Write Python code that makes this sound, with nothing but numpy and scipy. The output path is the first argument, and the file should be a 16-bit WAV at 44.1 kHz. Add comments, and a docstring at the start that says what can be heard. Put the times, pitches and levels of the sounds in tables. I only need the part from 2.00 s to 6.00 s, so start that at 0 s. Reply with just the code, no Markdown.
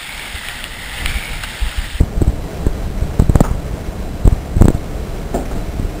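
"""Handling bumps thud into the microphone of a small hand-held camera and overload it.
The harder contacts also make its plastic case ring. Close by, a cat steps from a wooden table
onto a newspaper: its paws scuff the paper and something knocks on the wood.
Room rumble and hiss lie under it all, and the recorder's slow, held samples add a gritty treble."""
import sys
import numpy as np
from scipy import signal
from scipy.fft import rfft, irfft
from scipy.io import wavfile

SR = 44100
rng = np.random.default_rng(int(sys.argv[2]) if len(sys.argv) > 2 else 0)


def generate_wav(sig):
    """Save sig (samples, or channels by samples) to the path in sys.argv[1] as 16-bit PCM at SR."""
    pcm = np.round(np.clip(np.atleast_2d(sig).T, -1, 1) * 32767).astype(np.int16)
    wavfile.write(sys.argv[1], SR, pcm)


N = 176400
T = np.arange(N) / SR
HOLD_HZ = 8000   # how many samples the recorder takes each second


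def from_db(db):
    """Turn decibels into a number to multiply by."""
    return 10 ** (np.asarray(db) / 20)


def noise(gain_at):
    """Noise of strength (rms) 1, shaped by gain_at(hz), with nothing above half of HOLD_HZ."""
    hz = np.maximum(np.arange(N // 2 + 1) * SR / N, 1)
    x = irfft(rfft(rng.standard_normal(N)) * gain_at(hz) * (hz < HOLD_HZ / 2), N)
    return x / np.sqrt(np.mean(x ** 2) + 1e-20)


def colour(points, hz):
    """Join a table's (frequency, level) points into a curve and read its gain at hz."""
    f, db = np.transpose(points)
    return from_db(np.interp(np.log(hz), np.log(f), db))


def below(hz, corner_hz):
    """A gain that keeps low frequencies and fades those above the corner."""
    return 1 / np.sqrt(1 + (hz / corner_hz) ** 4)


def drift(rate_hz):
    """A random wobble of typical size 1, mostly slower than rate_hz."""
    return noise(lambda hz: below(hz, rate_hz))


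def ring(clicks, hz, fade_s):
    """Each click starts a pure tone that dies away by 60 dB in fade_s."""
    keep = np.exp(-np.log(1000) / (fade_s * SR))
    turn = 2 * np.pi * hz / SR
    return signal.lfilter([0, np.sin(turn)], [1, -2 * keep * np.cos(turn), keep * keep], clicks + 1e-18)


# The tone of the room noise, from low to high: f/Hz, relative level/dB
ROOM_TONE = [(12, -36), (20, 2), (63, -1), (87, -8), (108, -9.5), (184, -9.5), (267, -18), (291, -13.5),
             (325, -17.5), (355, -20), (414, -16.5), (539, -22), (656, -19), (873, -28.5), (3800, -38.5),
             (4940, -14), (8360, -120)]
# How the room noise gently rises and falls: t/s, added level/dB
ROOM_SWELL = [(0, 0.5), (.4, 1.5), (1.0, 2), (1.5, 1.3), (2.05, 1.06), (2.5, 1), (3.2, 1.5), (3.5, 2),
              (4, 1)]

def room(split_hz=280, whine_hz=2179):
    """The room has a lumpy low rumble, a smoother hiss above it and a faint, steady whine."""
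    rumble = noise(lambda hz: colour(ROOM_TONE, hz) * (hz < split_hz))
    rumble *= from_db(-24 + drift(rate_hz=13))
    hiss = noise(lambda hz: colour(ROOM_TONE, hz) * (hz >= split_hz))
    hiss *= from_db(-32.5 - 0.63 * drift(rate_hz=5.4))
    whine = from_db(-57) * noise(lambda hz: below(np.abs(hz - whine_hz), corner_hz=10))
    swell = from_db(np.interp(T, *np.transpose(ROOM_SWELL)))
    return (rumble + hiss) * swell + whine


# Harder contacts with the camera's case: t/s, level/dB, f/Hz
CASE_TAPS = [(.004, -8.5, 310), (0.2177, 0.5, 308), (.666, -3.5, 340), (1.194, -4.5, 285),
             (1.353, -11, 407), (1.4053, 9, 318), (2.618, -5, 238), (2.6834, -3.5, 328), (2.704, -10, 340)]

def case_taps():
    """A tap makes the plastic case ring for just a few vibrations."""
    out = np.zeros(N)
    for start, db, hz in CASE_TAPS:
        click = from_db(db) * (np.arange(N) == int(start * SR))
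        out += ring(click, hz, fade_s=0.018)
    return out


# Bumps on the microphone: t/s, relative level/dB, build-up/ms, release/ms, flip time/ms
HANDLING_BUMPS = [(.011, 8, 6.8, 5.6, 0.56), (0.036, 3.5, 5.1, 3.5, 1.4), (.178, -0.5, 11, 7.2, 3),
                  (0.213, 6.5, 2, 2.8, 2.2), (0.2236, 8, 1.9, 7.2, 1.3), (0.279, 7, 4.7, 6, 1.2),
                  (0.296, 4, 7, 8.3, 2.1), (.670, 6, 4.9, 11, 1.9), (0.862, -3, 3.4, 12, 3),
                  (1.024, 3.5, 5, 10, 1.7), (1.054, -6, 2.7, 4, 1.3), (1.199, 9, 3.3, 14.6, 0.34),
                  (1.2228, 7.5, 1.9, 4.5, 0.99), (1.2973, 10.5, 2.8, 7.3, 0.68),
                  (1.357, 12.5, 2.2, 5.6, 0.29), (1.407, 14, 1.3, 3.7, 0.26), (1.4125, 14, 2.6, 1.9, 1.16),
                  (1.5138, 1.5, 3.8, 8.4, 0.95), (1.554, 1, 4.5, 5, 3), (1.697, -18, 4.1, 2.9, 2.5),
                  (1.74, -1.5, 3.9, 3, 1.8), (2.255, 8, 3.9, 9, 1.16), (2.2775, 11.5, 13.4, 3.9, 0.39),
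                  (2.327, 9, 4.1, 5.4, 2.05), (2.5681, 4, 5.5, 5.3, 0.94), (2.58, 2, 4, 16, 1.4),
                  (2.613, 14.5, 4.5, 7, 0.8), (2.622, 12, 1.9, 3.6, 0.31), (2.6451, 7, 1.1, 9.7, 0.8),
                  (2.6557, 9, 2.7, 6.6, 0.42), (2.6835, 13.5, 1.17, 1.3, 0.45),
                  (2.6875, 8.5, 3.34, 6.9, 1.5), (2.7043, 1, 2.2, 3.3, 0.51), (2.749, 4, 1.55, 12, 1.4),
                  (3.798, -2, 3.8, 3.8, 0.66), (3.83, -3.5, 2.1, 8.7, 1.2), (3.855, 0, 8.1, 2, 2.3)]

def handling_bumps(gain_db=-6.5, lowest_hz=13.3):
    """Pressure on the microphone builds, flips to the other side and relaxes: a thud."""
    out = np.zeros(N)
    for flip_at, db, build_ms, release_ms, flip_ms in HANDLING_BUMPS:
        near = np.abs(T - flip_at) < 0.08
        ms = (T[near] - flip_at) * 1000
        build = np.exp(-(ms / build_ms) ** 2)
        release = np.exp(-np.abs(ms) / release_ms)
        flip = np.tanh(ms / flip_ms)
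        out[near] += from_db(db + gain_db) * np.where(ms < 0, build, release) * flip
    out *= 1 + 0.084 * drift(rate_hz=435)   # rubbing roughens the thud
    mic_low_cut = signal.butter(1, lowest_hz, "high", fs=SR, output="sos")
    return signal.sosfilt(mic_low_cut, out)


# Paws on the newspaper: t/s, level/dB, rise/s, fade/s, centre f/Hz
PAW_SCUFFS = [(1.433, -22.5, 0.01, 0.049, 1110), (1.898, -33, 0.009, 0.049, 785),
              (3.45, -34.5, 0.0049, 0.011, 2250), (3.512, -30.5, 0.0045, 0.016, 1370)]

def paw_scuffs(width_octaves=0.45, body_db=6, grain_db=1.5):
    """A paw rubs the paper: a short, grainy band of noise over a duller body."""
    out = np.zeros(N)
    grain = from_db(grain_db * drift(rate_hz=100))
    for start, db, rise_s, fade_s, centre_hz in PAW_SCUFFS:
        rise = np.clip((T - start) / rise_s, 0, 1)
        fade = np.exp(-np.maximum(T - start - rise_s, 0) / fade_s)
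        rub = noise(lambda hz: np.exp(-(np.log2(hz / centre_hz) / width_octaves) ** 2)
                    + from_db(body_db) * below(hz, centre_hz * 0.84))
        out += from_db(db) * rise * fade * rub
    return out * grain


# Knocks on the wooden table: t/s, level/dB
WOOD_KNOCKS = [(3.3435, -17), (3.348, -21.5), (3.354, -25), (3.513, -29)]
# The notes the wood rings at: f/Hz, relative level/dB, time to fade by 60 dB/s
WOOD_NOTES = [(251.6, 0, 0.38), (379, 0, 0.1), (463, -2, 0.085), (562, -3, 0.13), (676, -7.5, 0.1),
              (867, -16, 0.16), (1290, -16, .12), (1440, -17, .11), (1750, -17, 0.085), (2060, -23.5, 0.1)]
# The tone of the room's echo after a knock: f/Hz, relative level/dB
ECHO_TONE = [(120, -18), (250, 6), (420, 3), (560, 1.5), (780, 3.5), (1100, -20), (1450, -17), (2300, -43),
             (3800, -40)]

def wood_knocks(echo_db=-6, echo_fade_s=0.32):
    """Each knock rings all the table's notes at once and leaves a short wash of echo in the room."""
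    starts, knock_db = np.transpose(WOOD_KNOCKS)
    wood, echo_level = np.zeros(N), np.zeros(N)
    for hz, note_db, fade_s in WOOD_NOTES:
        chance_db = rng.normal(0, 1, len(starts))   # no two knocks sound quite alike
        clicks = np.zeros(N)
        clicks[(starts * SR).astype(int)] = from_db(knock_db + note_db + chance_db)
        wood += ring(clicks, hz, fade_s)
    for start, db in WOOD_KNOCKS:
        fade = from_db(-60 * np.abs(T - start) / echo_fade_s)
        echo_level += from_db(db + echo_db) * (T > start) * fade
    return wood + echo_level * noise(lambda hz: colour(ECHO_TONE, hz))


def scene():
    """All the sounds add up at the one microphone."""
    return (room() + case_taps() + handling_bumps() + paw_scuffs() + wood_knocks())[None]


def record(dry, ceiling=0.95, top_hz=15600):
    """The recorder flattens loud peaks, holds each slow sample until the next and cuts the very top."""
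    clipped = np.clip(dry, -ceiling, ceiling)
    held_at = np.ceil(np.floor(T * HOLD_HZ) * SR / HOLD_HZ).astype(int)
    stepped = clipped[:, np.minimum(held_at, N - 1)]   # the steps make the gritty treble
    top_cut = signal.ellip(12, 0.1, 70, top_hz, fs=SR, output="sos")
    return signal.sosfilt(top_cut, stepped)


dry = scene()
out = record(dry)
generate_wav(out)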